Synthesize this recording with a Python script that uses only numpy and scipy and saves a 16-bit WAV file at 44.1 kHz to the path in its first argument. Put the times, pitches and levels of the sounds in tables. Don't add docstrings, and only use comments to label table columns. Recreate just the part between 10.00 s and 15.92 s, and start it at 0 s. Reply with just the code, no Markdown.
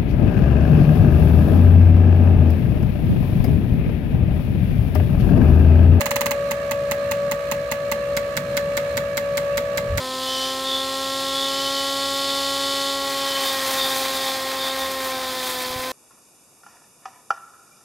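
import sys
import numpy as np
from scipy.fft import rfft, irfft, next_fast_len
from scipy.io import wavfile
from scipy.ndimage import uniform_filter1d, map_coordinates

SR = 44100
rng = np.random.default_rng(int(sys.argv[2]) if len(sys.argv) > 2 else 0)


def put_to_file(sound):
    columns = np.atleast_2d(sound).T
    safe = np.clip(columns, -1, 1)
    whole_steps = np.round(safe * 32767)
    wavfile.write(sys.argv[1], SR, whole_steps.astype(np.int16))


N = 261006


def amp(db):
    return 10 ** (np.asarray(db) / 20)


def unit(x):
    return x / np.sqrt(np.mean(x ** 2) + 1e-20)


def curve(rows):
    return np.interp(np.arange(N) / SR, *np.transpose(rows))


def swells(events):
    middle, length, *sizes = np.transpose(events)
    position = (np.arange(N) / SR - middle[:, None]) / length[:, None]
    return np.array(sizes) @ np.cos(np.pi * np.clip(position, -.5, .5))


def wobble(rate, steps=6):
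    knots = rng.standard_normal(int(N * rate / SR) + 4)
    at = np.arange((len(knots) - 1) * steps) / steps
    return np.interp(np.arange(N) * rate / SR, at, map_coordinates(knots, [at]))


def filtered(x, response):
    size = next_fast_len(N + SR // 2)
    return irfft(rfft(x, size) * response(np.fft.rfftfreq(size, 1 / SR)), size)[:N]


def coloured(x, points):
    hz, db = np.transpose(points)
    return unit(filtered(x, lambda f: amp(np.interp(np.log(f + 1), np.log(hz), db))))


def pulses(at, sizes):
    taps = np.floor(at)[:, None] + np.arange(-7, 9)
    lag = taps - at[:, None]
    shape = np.sinc(lag) * np.sinc(lag / 8)
    inside = (taps >= 0) & (taps < N)
    return np.bincount(taps[inside].astype(int), (sizes[:, None] * shape)[inside], N)


def shaft_tone(multiple, turns):
    return np.sin(2 * np.pi * (multiple * turns + rng.random()))


def open_air(load):
    # f/Hz, relative level/dB
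    spectrum = [(20, -48), (32, -19), (45, -17), (70, 6.5), (110, 1.5), (180, 2.5), (400, 1.5), (800, -3),
                (1500, -34), (4000, -2), (15000, -26)]
    return amp(-45.5 + 1.1 * load + 1.1 * wobble(4.85)) * coloured(rng.standard_normal(N), spectrum)


def blade(turns, load, sag, tuft_db, steady_flutter=0.0021):
    # shaft multiple, relative level/dB free and in long grass, flutter at full load
    harmonics = [(4, -3.5, -8, 0.17), (8, 1.5, 1, 0), (12, -7, -6.5, 0.54), (16, 1, -.5, .15),
                 (20, -3, -13, 0.38), (24, -14.5, -11, 0.66), (28, -9.5, -6.5, 0.38), (32, -19, -20.5, 1),
                 (36, -21, -15.5, .7), (40, -17, -25.5, 0.7)]
    # shaft multiple, relative level/dB
    imbalance = [(1, -28), (2, -26), (6, -14), (9, -22.5), (10, -22), (11, -18.5), (13, -21), (15, -20.5),
                 (17, -28), (18, -27), (26, -39), (34, -39), (43, -19.5)]
    hum = np.zeros(N)
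    for multiple, free_db, loaded_db, flutter in harmonics:
        shake = (steady_flutter + flutter * load) * (wobble(34) + 1j * wobble(34))
        cycle = np.exp(2j * np.pi * (multiple * turns + rng.random()))
        hum += amp(free_db + load * (loaded_db - free_db)) * np.real((1 + shake) * cycle)
    for multiple, db in imbalance:
        hum += amp(db - 2 * load + 2 * wobble(6)) * shaft_tone(multiple, turns)
    hum_db = -33 + .5 * load - .69 * sag + tuft_db
    return np.sqrt(2) * amp(hum_db) * hum


def grass(turns, load, sag, tuft_db, snap_db=3.0, chop=0.24, patchy_db=1.4):
    # f/Hz, relative level/dB
    rush_spectrum = [(100, -21), (300, -4), (560, -5), (780, 1.5), (950, 0), (1250, 1.5), (1480, -2),
                     (1800, 1.5), (2200, 1), (2740, -2.5), (2890, -47), (3040, -0.5), (4500, -2),
                     (7000, -13.5)]
    # f/Hz, relative level/dB
    hiss_spectrum = [(4000, -14), (5700, -4), (6200, 0), (7000, -4), (8500, -2), (9300, 0), (10300, -4.5),
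                     (11300, -2), (12400, -5), (13500, 2), (14500, -4), (15800, -7)]
    passes = 1 + chop * np.cos(2 * np.pi * 4 * turns)
    rush = coloured(passes * amp(1.5 * wobble(300)) * rng.standard_normal(N), rush_spectrum)
    snips = coloured(passes * amp(snap_db * wobble(2500)) * rng.standard_normal(N), hiss_spectrum)
    patches_db = patchy_db * load * wobble(18)
    rush_db = -42 + 13.5 * load - .47 * sag + .21 * tuft_db
    hiss_db = -48.5 + 13.5 * load - .54 * sag + tuft_db + 1.5 * wobble(70)
    return amp(patches_db) * (amp(rush_db) * rush + amp(hiss_db) * snips)


def contacts(turns, rough, scatter_db=0.5, uneven_db=1.5, jitter_samples=0.64, count=36):
    angles = (np.arange(count) + rng.random(count)) / count / 2
    angles = np.concatenate([angles, angles + .5])
    signs = np.tile(rng.choice([-1, 1], count), 2)
    pattern = signs * amp(uneven_db * rng.standard_normal(2 * count))
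    at_turn = np.arange(int(turns[-1]) + 1)[:, None] + angles
    sizes = pattern * amp(scatter_db * rng.standard_normal(at_turn.shape))
    heard = at_turn < turns[-1]
    at = np.interp(at_turn, turns, np.arange(N)) + jitter_samples * rng.standard_normal(at_turn.shape)
    clicks = unit(pulses(at[heard], sizes[heard]))
    envelope = np.sqrt(np.abs(uniform_filter1d(clicks ** 2, size=14)))
    puffs = unit(envelope * rng.standard_normal(N))
    return np.sqrt(1 - rough) * clicks + np.sqrt(rough) * puffs


def motor(turns, load, sag, rattle=0.11):
    # t/s, level/dB
    rubbing = [(0, -36.5), (.42, -32), (.58, -34.5), (1.5, -31), (2.0, -31), (2.35, -30), (2.9, -30),
               (2.97, -33), (3.3, -30.5), (4.3, -31.5), (4.42, -34), (5.13, -37.5), (5.45, -34),
               (5.92, -39.5)]
    # f/Hz, relative level/dB
    rasp_spectrum = [(1500, -26.5), (2750, -8.5), (2890, -13), (3000, -2), (3600, 1), (4400, -1),
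                     (5100, -3), (5900, -10), (7400, -9.5), (8500, -15), (9400, -10.5), (10500, -17),
                     (13500, -18.5), (15200, -43)]
    # shaft multiple, relative level/dB
    partials = [(44, -11), (46, -9), (49, -10.5), (50, -7.5), (52, -11), (53, -11), (56, -10.5),
                (61, -12.5), (64, -8.5), (66, -11), (68, -13.5), (69, -14), (70, -13), (71, -15), (91, -21),
                (100, -20), (112, -22), (148, -27)]
    rub = contacts(turns, rough=.42 + .5 * load)
    rub *= 1 + rattle * (1 - load) * np.cos(2 * np.pi * turns)
    whine = sum(amp(db + 1.2 * wobble(10)) * shaft_tone(multiple, turns) for multiple, db in partials)
    motor_db = curve(rubbing) + 3
    rasp_db = motor_db - 1.5 * load
    whine_db = motor_db - 9 * load - 2.5 * sag
    return amp(rasp_db) * coloured(rub, rasp_spectrum) + amp(whine_db) * whine


def wheels(shaft_hz):
    # f/Hz at top speed, level/dB
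    gears = [(371.5, -55), (385, -64.5), (743, -57.5), (990, -60.5)]
    run = np.cumsum(shaft_hz / shaft_hz.max()) / SR
    whine = np.zeros(N)
    for hz, db in gears:
        whine += amp(db + 4 * wobble(5)) * np.sin(2 * np.pi * hz * run + .5 * wobble(6))
    return np.sqrt(2) * whine


def singing(modes, turns, load, throb=0.14, rough=0.086, drift_rad=0.7, waver_db=1.5):
    tone = np.zeros(N)
    for hz, free_db, loaded_db in modes:
        phase = 2 * np.pi * hz * np.arange(N) / SR + drift_rad * wobble(24)
        tone += amp(free_db + load * (loaded_db - free_db) + waver_db * wobble(30)) * np.sin(phase)
    tone *= 1 + throb * np.cos(2 * np.pi * turns) + rough * wobble(300)
    power = np.abs(uniform_filter1d(tone ** 2, size=4096))
    return tone / np.sqrt(power + 1e-9)


def squeals(turns, load):
    # middle t/s, length/s, low family level/dB, high family level/dB
    catches = [(0.276, 0.17, -37.5, -34), (.41, 0.32, -29.5, -37), (0.739, 0.25, -39, -25.5),
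               (1.272, .2, -45, -36), (1.416, 0.21, -44, -28), (1.67, .5, -32, -45), (2.283, .1, -36, -34),
               (3.33, 0.4, -32, -46), (3.484, 0.16, -49, -29), (3.83, 0.13, -51, -23.5),
               (3.92, 0.055, -55, -29.5), (4.24, .3, -58, -31.5), (4.66, .2, -50, -29),
               (4.83, 0.15, -55, -35.5), (5.352, .95, -61, -39)]
    # f/Hz, relative level/dB free and in long grass
    low_modes = [(1705, -13, -30), (3020, 0, 0), (3148, -3, -1), (4205, -3, -25), (4480, -3, -25),
                 (4865, -6, -25), (5130, -6, -14), (5660, -9, -25), (6015, -8, -22)]
    # f/Hz, relative level/dB free and in long grass
    high_modes = [(3397, 1, -14), (3457, 1, -7), (3590, -16, -10), (3662, -1, 0), (4472, -9, -16),
                  (4730, -22, -6)]
    low, high = swells([(s, length, amp(low_db), amp(high_db)) for s, length, low_db, high_db in catches])
    return low * singing(low_modes, turns, load) + high * singing(high_modes, turns, load)


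def scrape(deck_hz=1098, width_hz=120, rise_hz_per_s=500):
    # middle t/s, length/s, level/dB
    brush = [(3.381, .36, -38.5)]
    middle, length, db = brush[0]
    swell, = swells([(middle, length, amp(db))])
    hz = deck_hz + rise_hz_per_s * (np.arange(N) / SR - middle)
    grain = wobble(width_hz) + 1j * wobble(width_hz)
    note = np.exp(2j * np.pi * np.cumsum(hz) / SR)
    return swell * unit(np.real(grain * note))


def bumps(rise_s=0.0029):
    # start t/s, level/dB, f/Hz
    pushes = [(5.660, -42, 90), (5.702, -36, 85), (5.759, -27.5, 104), (5.792, -37, 70)]
    thud = np.zeros(N)
    for start, db, hz in pushes:
        t = np.maximum(np.arange(N) / SR - start, 0)
        envelope = t / rise_s * np.exp(1 - t / rise_s)
        thud -= amp(db) * envelope * np.sin(2 * np.pi * hz * t)
    return thud


def scene():
    # t/s, f/Hz
    shaft_speed = [(0, 64.65), (.75, 66.7), (1.7, 68.45), (2.3, 68.8), (2.95, 68.85), (3.3, 68.45),
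                   (3.6, 67.05), (3.95, 66.5), (4.2, 66.8), (4.4, 66.35), (4.9, 66.65), (5.1, 65.5),
                   (5.6, 63.35), (5.92, 64.7)]
    # t/s, share of it in long grass (0-1)
    long_grass = [(0, 0.18), (2.95, 0.27), (3.15, 0.61), (3.55, 0.92), (4.2, 0.86), (5, 0.81), (5.92, 0.82)]
    # middle t/s, length/s, hiss rise/dB, hum rise/dB
    tufts = [(.36, .35, 4, 0), (3.45, .25, 5.5, .5), (3.78, 0.49, 6, 2), (4.02, .2, 4.5, 1),
             (4.24, .3, 3, 0), (4.85, 0.2, 2.5, 1.5), (5.04, 0.29, 3, 1), (5.5, 0.43, 5, -0.5)]
    shaft_hz, load = curve(shaft_speed), curve(long_grass)
    turns = np.cumsum(shaft_hz) / SR
    sag = shaft_hz.max() - shaft_hz
    tuft_hiss_db, tuft_hum_db = swells(tufts)
    air = open_air(load)
    cutter = blade(turns, load, sag, tuft_hum_db) + grass(turns, load, sag, tuft_hiss_db) + scrape()
    drive = motor(turns, load, sag) + squeals(turns, load) + wheels(shaft_hz)
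    mono = air + cutter + drive + bumps()
    return np.array([mono, mono])


def record(dry):
    top_hz = 15770
    return np.array([filtered(channel, lambda hz: hz < top_hz) for channel in dry])


dry = scene()
out = record(dry)
put_to_file(out)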